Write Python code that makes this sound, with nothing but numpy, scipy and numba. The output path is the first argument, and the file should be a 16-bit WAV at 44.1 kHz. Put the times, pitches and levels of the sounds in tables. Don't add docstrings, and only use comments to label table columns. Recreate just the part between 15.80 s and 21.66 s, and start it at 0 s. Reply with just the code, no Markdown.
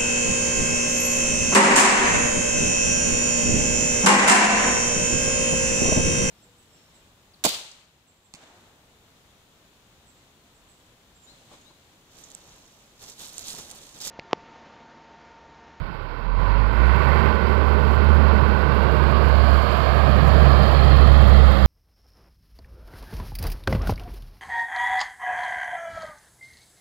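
import sys
import numpy as np
from scipy import signal
from scipy.fft import rfft, irfft, next_fast_len
from scipy.io import wavfile
from numba import njit

SR = 44100
rng = np.random.default_rng(int(sys.argv[2]) if len(sys.argv) > 2 else 0)


def attenuation_scalar(level_db):
    decades = np.asarray(level_db, float) / 20
    return 10 ** decades


def file_out(sig):
    cols = np.atleast_2d(sig).T
    lim = np.clip(cols, -1, 1)
    pcm = np.round(lim * 32767).astype(np.int16)
    wavfile.write(sys.argv[1], SR, pcm)


N = 258426
BLOCK = 64

# start_s, firing_hz, boom_db
ENGINE_RUN = [(0, 36.59, -38), (.42, 40.18, -35.5), (.49, 41.28, -24), (.72, 49.62, -19.5),
              (.93, 54.85, -20.1), (1.06, 61.49, -17), (1.21, 69.72, -18.5), (1.42, 72.5, -20),
              (1.55, 70.58, -21.5), (2.17, 70.96, -20), (2.32, 73.09, -15.5), (2.8, 69.35, -22),
              (3.38, 69.65, -20), (3.75, 68.69, -15.5), (3.87, 69.71, -24), (4.6, 70.1, -16),
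              (5.55, 66.43, -13), (5.86, 64.78, -9)]


def engine_run():
    return in_time(ENGINE_RUN)


# start_s, clatter_db
ENGINE_EFFORT = [(0, -40.5), (.35, -39), (.55, -38.5), (.59, -34), (.7, -32), (.9, -33), (.94, -32),
                 (1.12, -29), (1.47, -26.5), (1.56, -29.5), (2.25, -28), (2.5, -27), (2.72, -28),
                 (3.3, -28), (4.3, -26.5), (4.82, -26), (5.5, -27.5), (5.86, -28)]


def effort_db():
    return in_time(ENGINE_EFFORT)[0]


# start_s, share (0-1)
TRUCK_TURN = [(0, 0.01), (2.7, 0), (3.3, 0.36), (4.1, 0.59), (4.9, 0.74), (5.5, 0.96), (5.86, 0.97)]


def side_share():
    return in_time(TRUCK_TURN)[0]


# start_s, half_length_s, change_db
FIRST_FADES = [(0, 0.02, -4), (.05, .02, 7), (.11, 0.038, -8), (.67, .025, -4), (.93, .04, -3),
               (1.23, 0.05, -4.5), (1.42, .04, -3), (1.6, .03, -6), (2.79, .03, -1), (2.97, .1, -0.5),
               (4.91, 0.13, -3), (5.77, 0.078, -10)]
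OVERTONE_2_FADES = [(.7, 0.28, 7.5), (1.6, .2, -18), (2.5, .7, -4.5), (3.8, 0.37, -14), (5.0, 0.34, 0),
                    (5.8, 0.18, -4)]
OVERTONE_3_FADES = [(.7, 0.22, -24), (1.2, 0.15, -4), (3.9, 0.76, -13.5), (5.05, 0.41, -21),
                    (5.7, 0.12, -3), (5.86, .08, 5)]


def boom_levels(boom_db):
    second_db = layer_db(cruise_db=-34, share=1.48, side_db=3.9)
    third_db = layer_db(cruise_db=-35, share=0.92, side_db=2.8)
    return [boom_db + bumps(FIRST_FADES), second_db + bumps(OVERTONE_2_FADES),
            third_db + bumps(OVERTONE_3_FADES)]


# times_firing_rate, level_db (against the rumble)
UNEVEN_TONES = [(0.83, -6), (1.5, -1.2), (11 / 6, -21), (13 / 6, -8), (2.3, -6), (2.8, -11),
                (17 / 6, -13.5)]


def exhaust(firings, orders_db, rumble_db):
    phase = 2 * np.pi * firings + 1.4
    out = np.zeros(N)
    for k, level_db in enumerate(orders_db):
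        wander = .04 * drift(7) + .35 * k * drift(6) + .5 * k * drift(.4)
        level = np.sqrt(2) * attenuation_scalar(level_db + .7 * k * drift(5))
        out += level * np.cos((k + 1) * phase + wander)
    for multiple, level_db in UNEVEN_TONES:
        level = attenuation_scalar(rumble_db + level_db + 1.9 * drift(3.2))
        out += level * np.cos(multiple * phase + 0.92 * drift(3.2))
    return out


# start_s, half_length_s, change_db
RUMBLE_FADES = [
    (.29, 0.15, -6),
    (3.95, 0.19, -6.5),
    (4.9, 0.12, -4),
    (5.86, 0.19, -8),
]


def rumble_level():
    return layer_db(cruise_db=-28, share=0.95, side_db=3.5) + bumps(RUMBLE_FADES)


# pitch_hz, level_db (per Hz)
RUMBLE_TONE = [(8.8, -46), (15, -19), (39, -6.5), (70, -2), (92, -2.5), (117, -2), (150, -1.5), (197, -4),
               (279, -15.5), (330, -19), (430, -37), (730, -120)]


def rumble(repeat, rumble_db):
    roar = coloured(rng.standard_normal(N) + 0.2 * repeat, RUMBLE_TONE)
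    return attenuation_scalar(rumble_db - 1.5 + 0.7 * drift(8.3)) * roar


# pitch_hz, level_db (per Hz)
CLATTER_TONE = [(180, -4), (260, -4), (400, 0), (700, 0), (1200, -1.5), (1600, -6.5), (1900, -21.5),
                (2600, -38)]


def clatter(firings, repeat):
    block = rng.standard_normal(N) + .7 * repeat
    block = block * knock(firings, depth=.09, sharp=2.5, lag=.45)
    return attenuation_scalar(effort_db() + 0.13 * drift(27)) * coloured(block, CLATTER_TONE)


# pitch_hz, level_db (per Hz)
FAN_TONE = [(1200, -24.5), (1700, 0), (2200, -1.5), (3000, -7.5), (3800, -10), (4700, -13), (5300, -22.5),
            (6000, -36)]


def fan_hiss(firings, repeat):
    air = rng.standard_normal(N) + .4 * repeat
    air = air * knock(firings, depth=.06, sharp=2.5, lag=.35)
    level_db = layer_db(cruise_db=-39.5, share=0.93, side_db=3.5)
    return attenuation_scalar(level_db + 0.36 * drift(17)) * coloured(air, FAN_TONE)


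# start_s, half_length_s,
# change_db
VALVE_SWELLS = [(3.75, 0.27, 1.5), (4.5, 0.22, 1), (1.2, .2, 3), (1.2, .15, -1)]
# start_s, step_db
PEDAL_STEPS = [
    (.57, 5.5),
    (.92, 1.5),
]


def valve_level():
    level_db = layer_db(cruise_db=-62.5, share=0.75, side_db=6) + bumps(VALVE_SWELLS)
    for start_s, step_db in PEDAL_STEPS:
        level_db = level_db - step_db * (np.arange(N) < start_s * SR)
    return level_db


# pitch_hz, level_db (per Hz)
VALVE_TONE = [(4900, -15.5), (5400, -7), (6000, -4.5), (6700, -7), (7400, -1.5), (8000, -8.5), (8600, -15),
              (9600, -9.5), (10900, -8.5), (11900, -2), (12900, -3.5), (13800, -17), (15000, -21),
              (15800, -30)]


def valves(firings):
    taps = rng.standard_normal(N) * ticks(rate=33.0, spread_db=0.5)
    taps = taps * knock(firings, depth=.1, sharp=1.9, lag=0.2)
    sound = coloured(taps, VALVE_TONE)
    nose_on = 1 - side_share()[::BLOCK]
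    # pitch_hz, width_hz, change_db when nose-on
    for hz, width_hz, level_db in [(6470, 1200, -2.5), (8500, 700, -3.5), (10600, 1500, -4), (14500, 2500, 5.0)]:
        sound = peak(sound, hz, width_hz, level_db * nose_on)
    return attenuation_scalar(valve_level() + .6 * drift(6.7)) * sound


def ticks(rate, spread_db):
    strength = attenuation_scalar(spread_db * np.minimum(rng.exponential(1, N), 4))
    hits = (rng.random(N) < rate / SR) * strength
    fade = np.exp(-1 / (0.0051 * SR))
    return rms_one(1 + 0.46 * signal.lfilter([1], [1, -fade], hits))


CYLINDER_STRENGTH = [-1.5, -5, 0.3, -1, -3.5, -4]


def knock(firings, depth, sharp, lag):
    since = firings - lag
    count = np.floor(since).astype(int)
    chance_db = 1.5 * rng.standard_normal(999)[count]
    strength = attenuation_scalar(np.array(CYLINDER_STRENGTH)[count % 6] + chance_db)
    burst = np.exp(-sharp * (since % 1))
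    return rms_one(1 - depth + depth * strength * burst / burst.mean())


def contacts(firings, count, slop):
    angle, size = np.sort(rng.uniform(0, 6, count)), rng.standard_normal(count)
    turns = 6 * np.arange(firings[-1] // 6 + 1)
    at = (turns[:, None] + angle).ravel()
    at = np.interp(at, firings, np.arange(N))
    at = at + slop * SR * rng.standard_normal(len(at))
    out = np.zeros(N)
    np.add.at(out, np.clip(at, 0, N - 1).astype(int), np.resize(size, len(at)))
    return rms_one(out)


# nose_hz, half_turned_hz, side_hz, width_hz,
# nose_db, half_turned_db, side_db
BODY_REFLECTIONS = [(468, 617, 556, 240, 2.5, 4, 5.5), (721, 827, 980, 131, -7, -5, -4),
                    (1056, 1105, 1240, 325, 3.5, 3.5, 3.0), (1240, 1350, 1620, 66, -8.5, -2.5, -9),
                    (1497, 1560, 2000, 126, 8, 3, .3), (1665, 1900, 2430, 160, -6.5, -3.5, -9),
                    (2360, 2540, 2650, 200, 0, 3.5, -1.2), (2500, 2560, 2880, 110, -2.5, -7.5, -1),
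                    (2640, 2990, 3150, 210, 3.5, 8, 6), (2900, 2960, 3030, 110, -5.5, -7.5, -10),
                    (3100, 3700, 3200, 200, 2, -0.7, 3), (3380, 3550, 3800, 150, -5, -2.5, 0),
                    (3720, 3850, 4000, 150, -5, -0.5, 3), (4430, 4440, 4300, 260, 1.5, 3.5, 4)]
# start_s, pitch_hz, change_db
PANEL_GLINTS = [(.3, 420, -2.5), (.75, 1000, 5), (1.8, 408, 5), (3.2, 386, 4), (4.0, 352, -2),
                (4.4, 570, 0.5), (3.7, 4800, 9), (3.7, 4240, 6), (4.85, 4794, 9.5), (5.0, 4220, 8),
                (5.05, 3130, 3.5), (5.75, 4800, 5)]
# start_s, half_length_s, pitch_hz, width_hz, change_db
BLOCK_SURGE = (1.21, 0.54, 2030, 1240, 5.4)


def reflections(x):
    turn = side_share()[::BLOCK]
    for row in BODY_REFLECTIONS:
        hz = np.interp(turn, [0, .5, 1], row[:3])
        level_db = np.interp(turn, [0, .5, 1], row[4:])
        shimmer_db = 0.51 * drift(2.2)[::BLOCK]
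        x = peak(x, hz, row[3], level_db + shimmer_db)
    for at, hz, level_db in PANEL_GLINTS:
        x = peak(x, hz, 150, bumps([(at, 0.35, level_db)])[::BLOCK])
    at, half, hz, width_hz, level_db = BLOCK_SURGE
    return peak(x, hz, width_hz, bumps([(at, half, level_db)])[::BLOCK])


# start_s, half_length_s, level_db
BREEZE_PUFFS = [
    (0.018, 0.018, -28.5),
    (.1, .03, -36),
    (4.6, .06, -32),
    (5.86, .04, -25.5),
]


def breeze():
    band = signal.butter(2, [40, 110], "band", fs=SR, output="sos")
    low = rms_one(signal.sosfilt(band, rng.standard_normal(N)))
    return low * sum(attenuation_scalar(level_db) * bumps([(at, half, 1)]) for at, half, level_db in BREEZE_PUFFS)


def layer_db(cruise_db, share, side_db):
    return cruise_db + share * (effort_db() + 28.5) + side_db * side_share()


def in_time(rows):
    s, *columns = np.transpose(rows)
    return [np.interp(np.arange(N) / SR, s, c) for c in columns]


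def bumps(rows):
    s = np.arange(N) / SR
    return sum(level_db * np.exp(-((s - at) / half) ** 2) for at, half, level_db in rows)


def rms_one(x):
    return x / np.sqrt(np.mean(x ** 2) + 1e-20)


def drift(rate):
    r = np.exp(-80 * np.pi * rate / SR)
    slow = signal.lfilter([1], [1, -2 * r, r * r], rng.standard_normal(N // 40 + 2002))
    slow = slow[2000:]
    return np.interp(np.arange(N) / 40, np.arange(len(slow)), rms_one(slow))


def coloured(x, spectrum):
    hz, level_db = np.transpose(spectrum)
    size = next_fast_len(N)
    grid = np.maximum(np.arange(size // 2 + 1) * SR / size, 1)
    gain = attenuation_scalar(np.interp(np.log(grid), np.log(hz), level_db, left=-90, right=-90))
    return rms_one(irfft(rfft(x, size) * gain, size)[:N])


def peak(x, hz, width_hz, level_db):
    w, lift, damp = 2 * np.pi * hz / SR, attenuation_scalar(level_db / 2), np.pi * width_hz / SR
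    norm = 1 + damp / lift
    b0, b2 = (1 + damp * lift) / norm, (1 - damp * lift) / norm
    a1, a2 = -2 * np.cos(w) / norm, (1 - damp / lift) / norm
    return sliding_biquad(x, b0, a1, b2, a2, size=BLOCK)


@njit
def sliding_biquad(x, b0, a1, b2, a2, size):
    y, s1, s2 = np.empty_like(x), 0., 0.
    for i in range(len(x)):
        k = i // size
        y[i] = b0[k] * x[i] + s1
        s1 = a1[k] * (x[i] - y[i]) + s2
        s2 = b2[k] * x[i] - a2[k] * y[i]
    return y


def scene():
    firing_hz, boom_db = engine_run()
    firings = np.cumsum(firing_hz) / SR
    turn, rumble_db = side_share(), rumble_level()
    repeat = contacts(firings, count=400, slop=3e-5) * (1 - .5 * turn)
    uneven_db = rumble_db - 9.0 + 5.8 * turn
    truck = exhaust(firings - firings[-1], boom_levels(boom_db), uneven_db)
    truck = truck + rumble(repeat, rumble_db)
    truck = truck + reflections(clatter(firings, repeat) + fan_hiss(firings, repeat))
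    truck = truck + valves(firings) + breeze()
    return np.array([truck, truck])


# pitch_hz, level_db (per Hz)
MICROPHONE_HISS = [(5000, -21), (8500, -27), (11000, -14), (13000, 1), (14500, -8), (16000, 1)]


def open_port(heard):
    heard = heard + attenuation_scalar(-71.5) * coloured(rng.standard_normal(N), MICROPHONE_HISS)
    return heard / (1 + np.abs(heard) ** 10) ** (1 / 10)


# start_s, half_length_s, change_db
COVER_SHIFTS = [
    (0, 0.045, -11),
    (.2, .27, 16),
    (1.7, .6, -2.1),
    (5.9, 0.33, 6),
]
# pitch_hz, width_hz, level_db
HOUSING_PATHS = [(580, 120, -72), (1050, 250, -80), (13700, 1700, -45)]


def blocked_port(direct, heard):
    dull = heard
    for order, cutoff_hz in [(1, 32.), (2, 165.)]:
        dull = signal.sosfilt(signal.butter(order, cutoff_hz, fs=SR, output="sos"), dull)
    left = attenuation_scalar(-40 + bumps(COVER_SHIFTS) + 6.5) * dull
    left = left + attenuation_scalar(-84) * direct + attenuation_scalar(-90) * rng.standard_normal(N)
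    for hz, width_hz, level_db in HOUSING_PATHS:
        r = np.exp(-np.pi * width_hz / SR)
        ring = [1, -2 * r * np.cos(2 * np.pi * hz / SR), r * r]
        left = left + attenuation_scalar(level_db) * signal.lfilter([(1 - r * r) / 2, 0, (r * r - 1) / 2], ring, heard)
    return left


def top_cut(x):
    return signal.sosfilt(signal.butter(12, 15150, fs=SR, output="sos"), x)


def record(dry):
    heard = 2 * dry[1]
    mix = np.array([blocked_port(dry[0], heard), open_port(heard)])
    return top_cut(mix)


dry = scene()
out = record(dry)
file_out(out)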